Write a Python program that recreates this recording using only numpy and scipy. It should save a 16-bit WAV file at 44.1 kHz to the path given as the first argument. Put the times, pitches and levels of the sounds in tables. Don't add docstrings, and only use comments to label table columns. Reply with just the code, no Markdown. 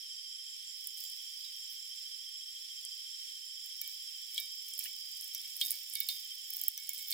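import sys
import numpy as np
from scipy import signal
from scipy.fft import rfft, irfft, next_fast_len
from scipy.io import wavfile

SR = 44100
rng = np.random.default_rng(int(sys.argv[2]) if len(sys.argv) > 2 else 0)


def master(y):
    cut = np.clip(np.atleast_2d(y).T, -1, 1)
    pcm = np.round(cut * 32767)
    wavfile.write(sys.argv[1], SR, pcm.astype(np.int16))


N = 314433
TIME = np.arange(N) / SR
TOP_HZ = 16000
# (time [s], relative level [dB], starting pitch [Hz], relative pan ring [dB], ring tilt [dB per octave])
BUBBLES = [(1.445, -53, 3800, -65.5, 15), (3.816, -38, 5830, -51, -11), (3.876, -53, 4240, -56, -12),
           (4.36, -38, 3800, -64, -1), (4.3788, -24, 3245, -43, -1), (4.859, -32.5, 2860, -61.5, -7),
           (5.3487, -27, 5700, -58, -3), (5.443, -54, 4000, -57.5, -8), (5.6129, -19.5, 3200, -49, 16.5),
           (5.9536, -28, 4750, -48, 2), (6.0035, -39, 4400, -45.5, 0), (6.0888, -23, 4280, -52, 17),
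           (6.7768, -30.5, 5940, -52.5, -17), (6.8925, -28.5, 7070, -51.5, -11),
           (6.9869, -33.5, 8000, -59.5, -9), (7.097, -43, 3550, -60, -5), (7.1245, -25.5, 4410, -47, 8)]
# (nominal pitch [Hz], relative level [dB], t60 [s])
MODES = [(1767, -17.5, 0.18), (2300, -0.5, .23), (2960, -7, 0.16), (3590, -9, 0.28), (3773, 2.5, .25),
         (4630, -7.5, .14)]
TILT_PIVOT_HZ = MODES[1][0]


def undb(db):
    return 10 ** (np.asarray(db) / 20)


def curve(rows):
    return np.interp(TIME, *np.transpose(rows))


def unit(x):
    return x / np.sqrt(np.mean(np.abs(x) ** 2) + 1e-30)


def sides(right_db):
    return unit(undb(np.array([[-right_db], [right_db]]) / 2))


def add(out, s, sound):
    i = int(np.clip(s * SR, 0, N - 1))
    out[..., i:i + sound.shape[-1]] += sound[..., :N - i]


def colour(x, points):
    hz, db = np.transpose(points)
    size = next_fast_len(N)
    f = np.fft.rfftfreq(size, 1 / SR)
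    gain = undb(np.interp(np.log(f + 1), np.log(hz), db))
    return unit(irfft(rfft(x, size) * gain, size)[..., :N])


def band(hz, width_hz, size=N):
    padded = next_fast_len(size)
    bell = np.exp(-2 * ((np.fft.rfftfreq(padded, 1 / SR) - hz) / width_hz) ** 2)
    noise = rng.standard_normal((2, padded))
    return unit(irfft(rfft(noise) * bell, padded)[:, :size])


def walk(rate):
    steps = rng.standard_normal(4096)
    return np.interp(TIME * rate, np.arange(len(steps)), steps)


def scatter(x, tail_db, tail_s, wall_s=.0008, wall_db=-8):
    t = np.arange(1500) / SR
    response = rng.standard_normal((2, len(t))) * np.exp(-t / tail_s) * (t > wall_s / 2)
    response *= undb(tail_db) / np.sqrt(np.sum(response ** 2, axis=1, keepdims=True))
    response[:, 0] = 1
    for ear in response:
        ear[int(wall_s * SR * rng.uniform(.6, 1.4))] += undb(wall_db)
    return signal.fftconvolve(np.atleast_2d(x), response, axes=1)


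def night(level_db=-53):
    # (frequency [Hz], relative level [dB])
    hiss = [(30, -42), (700, -42), (1000, -41.5), (1300, -17.5), (1600, -10.5), (2000, -3.5), (2700, -0.5),
            (3700, 4), (4200, 1), (4700, 4.5), (6100, -1), (7800, -1), (9000, -2.5), (15700, -10)]
    noise = colour(rng.standard_normal((2, N)), hiss)
    return noise * undb(level_db + 0.99 * walk(6.4)) * sides(1.5)


def chorus(flutter_db=1.5, drift_db=0.71):
    # (centre [Hz], width [Hz], mean level [dB], to the right [dB])
    bands = [(3142, 130, -56.5, 0.5), (3412, 130, -60, 11.5), (5057, 450, -54, 8.5), (5310, 290, -50, 6),
             (5535, 200, -54.5, 6), (7175, 120, -63.5, 8), (7630, 780, -64, 9.5), (10650, 1100, -64.5, 3.5),
             (12800, 500, -69.5, 3)]
    out = np.zeros((2, N))
    for hz, width_hz, db, right_db in bands:
        level_db = db + flutter_db * walk(70) + drift_db * walk(4.4)
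        out += band(hz, width_hz) * undb(level_db) * sides(right_db)
    return out


def chirping(first_s, per_s, song_db, uneven_db):
    times = np.arange(first_s, N / SR, 1 / per_s)
    db = np.interp(times, TIME, song_db + np.zeros(N)) + uneven_db * rng.standard_normal(len(times))
    return list(zip(times, db))


def cricket(chirps, hz, length_s, width_hz, clear_db, sag_hz, lag_rad):
    loud, sag = np.zeros(N), np.zeros(N)
    u = np.linspace(0, 1, int(length_s * SR))
    for s, db in chirps:
        add(loud, s - length_s / 2, undb(db) * np.sin(np.pi * u))
        add(sag, s - length_s / 2, np.sin(2 * np.pi * u))
    pitch = hz + sag_hz * sag + width_hz / 8 * walk(30)
    phase = 2 * np.pi * np.cumsum(pitch) / SR
    tone = np.sqrt(2) * np.sin(phase - np.array([[lag_rad], [0]]))
    return loud * unit(undb(clear_db) * tone + band(hz, width_hz))


def trilling_cricket():
    # (time [s], level [dB])
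    trills = [(.2, -53), (1.03, -52), (1.43, -51), (2.15, -52.5), (2.92, -50.5), (3.55, -54), (4.0, -54),
              (4.5, -55), (5.08, -49), (5.7, -49.5), (6.13, -48.5)]
    song = cricket(trills, hz=4915, length_s=.3, width_hz=150, clear_db=-8.5, sag_hz=9.2, lag_rad=.4)
    return song * sides(12.0)


def high_crickets():
    out = np.zeros((2, N))
    for first_s, per_s, db in [(.15, 5.397, -56), (.105, 5.195, -59)]:
        chirps = chirping(first_s, per_s, db, uneven_db=-0.2)
        out += cricket(chirps, hz=7253, length_s=.15, width_hz=140, clear_db=1.5, sag_hz=19, lag_rad=1.6)
    return out * sides(4.0)


def low_cricket(song_gain_db=-1.5):
    # (time [s], relative level [dB])
    song = [(0, -45.5), (0.7, -51.5), (1.9, -47.5), (4.8, -48.5), (5.55, -50.5), (5.87, -70), (6.2, -48),
            (7.1, -51)]
    chirps = chirping(.044, 13.862, curve(song) + song_gain_db, uneven_db=1.1)
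    tone = cricket(chirps, hz=3180, length_s=0.054, width_hz=125.2, clear_db=8, sag_hz=11, lag_rad=1.2)
    return tone * sides(0.33)


def pan(flow_db, ring_db=3, patter_db=-13, patter_tilt_db=-7, rise_db=2.5, push_s=0.0023, slosh=0.0018,
        lag_rad=1.0):
    # (time [s], mean pitch ratio)
    weight = [(0, 1.02), (4.4, 0.999), (5.6, 0.979), (7.1, 0.963)]
    out, t = np.zeros((2, N)), np.arange(SR // 2) / SR
    turns = np.cumsum(curve(weight) * (1 + slosh * walk(40))) / SR
    push = np.hanning(int(push_s * SR) + 3)
    push /= push.sum()
    patter = undb(flow_db + patter_db + rise_db * np.minimum(TIME - 4, 0))
    ears = np.exp(-1j * np.array([[lag_rad], [0]]))
    for hz, db, t60 in MODES:
        octaves = np.log2(hz / TILT_PIVOT_HZ)
        fade = np.exp(-np.log(1000) * t / t60)
        blows = rng.standard_normal(N) * patter * undb(patter_tilt_db * octaves) / np.sqrt(np.sum(fade ** 2))
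        blows = blows * np.exp(2j * np.pi * rng.random(N))
        for s, _, _, blow_db, tilt_db in BUBBLES:
            blow = undb(blow_db + ring_db + tilt_db * octaves) * push
            add(blows, s, blow * np.exp(2j * np.pi * rng.random()))
        ring = signal.lfilter([1], [1, -fade[1]], blows)
        out += undb(db) * np.imag(ears * ring * np.exp(2j * np.pi * hz * turns))
    return out * sides(4.5)


def spatter(attack_s=0.0061, release_s=0.05):
    # (time [s], level [dB])
    stream = [(0, -81.5), (0.7, -75.5), (0.8, -59.5), (2.2, -66.5), (3.5, -66), (4.6, -60), (5.5, -56),
              (6.3, -58.5), (7.1, -53.5)]
    # (start [s], level [dB], hold [s])
    splashes = [(0.973, -53, 0.1), (1.697, -56.5, 0.034), (3.643, -53.5, 0.009), (3.816, -56.5, 0.11),
                (4.31, -51.5, .09), (4.683, -52.5, 0.018), (4.791, -48, 0.06), (5.20, -57.5, 0.034),
                (5.505, -56.5, 0.09), (5.602, -45.5, 0.14), (5.92, -51.5, 0.12), (6.082, -46.5, 0.053),
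                (6.512, -52, 0.14), (6.907, -52, 0.13), (7.102, -42, 0.057)]
    power = undb(curve(stream)) ** 2
    for s, db, hold_s in splashes:
        before = np.maximum(s - TIME, 0) / attack_s
        after = np.maximum(TIME - s - hold_s, 0) / release_s
        power = power + (undb(db) * np.exp(-np.minimum(before + after, 20))) ** 2
    return 10 * np.log10(power)


def spray(flow_db, rate=1000, spread_db=3.0, gain_db=1.0, count=4):
    # (frequency [Hz], relative level [dB])
    tint = [(1200, -40.5), (2000, -13.5), (4000, -5), (6000, -7.5), (8000, -8.5), (10500, -7.5),
            (12500, -5.5), (14800, -1), (16500, -14)]
    fizz = np.zeros((2, N))
    for _ in range(count):
        bursts = rng.random(N) < rate / count / SR
        size = rng.exponential(size=N)
        clicks = bursts * undb(spread_db * np.minimum(size, 4)) * rng.choice([-1, 1], N)
        fizz += scatter(clicks, tail_db=0.5, tail_s=0.0019)[:, :N]
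    return colour(fizz, tint) * undb(flow_db + gain_db) * sides(2.7)


def churn(hz=3900, width_hz=1500, gain_db=2, attack_s=0.0007, decay_s=.015):
    out, t = np.zeros((2, N)), np.arange(8192) / SR
    swell = (1 - np.exp(-t / attack_s)) * np.exp(-t / decay_s)
    for s, _, _, blow_db, tilt_db in BUBBLES:
        db = blow_db + gain_db + tilt_db * np.log2(hz / TILT_PIVOT_HZ)
        add(out, s, undb(db) * band(hz, width_hz, size=len(t)) * swell)
    return out * sides(2)


def bubble(t, hz, decay_s, rise, swell_cycles=1.03):
    age = t / decay_s
    swell = 1 - np.exp(-(t * hz / swell_cycles) ** 2)
    cycles = hz * np.cumsum(1 + rise * np.minimum(age, 4)) / SR
    return swell * np.exp(-age) * np.sin(2 * np.pi * cycles)


def gulps(decay_s=0.0095):
    # (time [s], relative level [dB], starting pitch [Hz])
    falls = [(4.808, -50, 2430), (4.854, -49, 1590), (4.865, -48, 1990)]
    out, t = np.zeros((2, N)), np.arange(4000) / SR
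    for s, db, hz in falls:
        gulp = undb(db) * bubble(t, hz, decay_s, rise=0.31)
        add(out, s, scatter(gulp, tail_db=0, tail_s=0.0077))
    return out * sides(2.2)


def plinks(rise=0.011, gain_db=-1, slap_db=-7, slap_s=0.001, slap_hz=2900, fade_cycles=13.6):
    out, t = np.zeros((2, N)), np.arange(4000) / SR
    wet = signal.butter(4, [slap_hz, 11000], "band", fs=SR, output="sos")
    for s, db, hz, _, _ in BUBBLES:
        burst = 2 * rng.standard_normal(len(t)) * np.exp(-t / slap_s)
        slap = undb(slap_db) * signal.sosfilt(wet, burst)
        plink = bubble(t, hz, fade_cycles / hz, rise) + slap
        add(out, s, scatter(undb(db + gain_db) * plink, tail_db=-2.5, tail_s=0.0057, wall_db=-27.5))
    return out * sides(2.2)


def stray_drops(flow_db, count=200, above_db=6, spread_db=3.0, low_hz=9500, high_hz=15200):
    when, size, pitch = rng.random((count, 3)).T
    at = ((np.arange(count) + when) / count * (N - 1)).astype(int)
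    db = flow_db[at] + above_db + spread_db * np.minimum(-np.log(1 - size), 2)
    return list(zip(TIME[at], db, low_hz + (high_hz - low_hz) * pitch))


def droplets(flow_db, burst_s=.00007, width_hz=4200, skirt_db=-15, right_db=6, wander_db=2.0):
    # (time [s], relative level [dB], pitch [Hz])
    loudest = [(0.8722, -33.5, 12000), (2.8508, -37, 9400), (3.8152, -32, 13100), (3.877, -38, 13600),
               (4.4003, -34.5, 12200), (4.7374, -38.5, 8800), (4.7793, -39, 14500), (4.7916, -30, 11900),
               (4.841, -38, 9300), (5.2107, -38, 10300), (5.2433, -40.5, 11800), (5.3485, -33.5, 13300),
               (5.5668, -37, 13200), (5.6136, -34.5, 12000), (5.6615, -31.5, 13300), (5.7075, -25, 10500),
               (5.7175, -29, 14100), (5.8993, -38.5, 12300), (5.9371, -35, 10500), (5.9538, -29.5, 11100),
               (6.0039, -25.5, 14400), (6.0872, -28.5, 13900), (6.5046, -35.5, 13700), (6.5362, -36, 14400),
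               (6.5687, -34, 13920), (6.615, -30, 14400), (6.6375, -31, 12500), (6.6825, -21.5, 14100),
               (6.7768, -35, 14300), (6.8923, -28.5, 14000), (6.9342, -35, 11500), (7.0845, -36, 14500),
               (7.107, -31, 14400)]
    out, t = np.zeros((2, N)), np.arange(256) / SR
    f = np.fft.rfftfreq(len(t), 1 / SR)
    skirt = undb(skirt_db) / (1 + (6500 / (f + 1)) ** 8)
    for s, db, hz in [*loudest, *stray_drops(flow_db)]:
        burst = rfft(rng.standard_normal(len(t)) * t * np.exp(-t / burst_s))
        evened = burst / np.sqrt(np.abs(burst) + 1e-18)
        shape = np.exp(-2 * ((f - hz) / width_hz) ** 2) + skirt
        snap = np.roll(irfft(evened * shape * (f < TOP_HZ + 500)), 16)
        place = sides(right_db + wander_db * rng.standard_normal())
        add(out, s - .0006, place * scatter(unit(snap) * undb(db) / 2, tail_db=-1.5, tail_s=0.003))
    return out


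def scene():
    flow_db = spatter()
    insects = chorus() + trilling_cricket() + high_crickets() + low_cricket()
    water = spray(flow_db) + churn() + gulps() + plinks() + droplets(flow_db)
    return night() + insects + pan(flow_db) + water


def microphone(x, peak_hz=14750, peak_q=14, peak_db=-5, wide_hz=1900, wide_share=0.37):
    peak = signal.lfilter(*signal.iirpeak(peak_hz, peak_q, fs=SR), x)
    low_middle = signal.filtfilt(*signal.butter(2, wide_hz, fs=SR), x.mean(axis=0))
    return x + undb(peak_db) * peak - wide_share * low_middle


def record(dry, limit_db=-14, recover_db=14, depth=0.33, low_cut_hz=1250, lag_s=0.021):
    low_cut = signal.butter(5, low_cut_hz, "high", fs=SR, output="sos")
    x = signal.sosfilt(low_cut, microphone(dry))
    over_db = np.maximum(20 * np.log10(np.abs(x).max(axis=0) + 1e-9) - limit_db, 0)
    held_db = np.maximum.accumulate(over_db + recover_db * TIME) - recover_db * TIME
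    lag = np.exp(-1 / (lag_s * SR))
    x = x * undb(-depth * signal.lfilter([1 - lag], [1, -lag], held_db))
    x = x + undb(-96.0) * rng.standard_normal(N)
    return signal.sosfilt(signal.ellip(8, .2, 70, TOP_HZ, fs=SR, output="sos"), x)


dry = scene()
out = record(dry)
master(out)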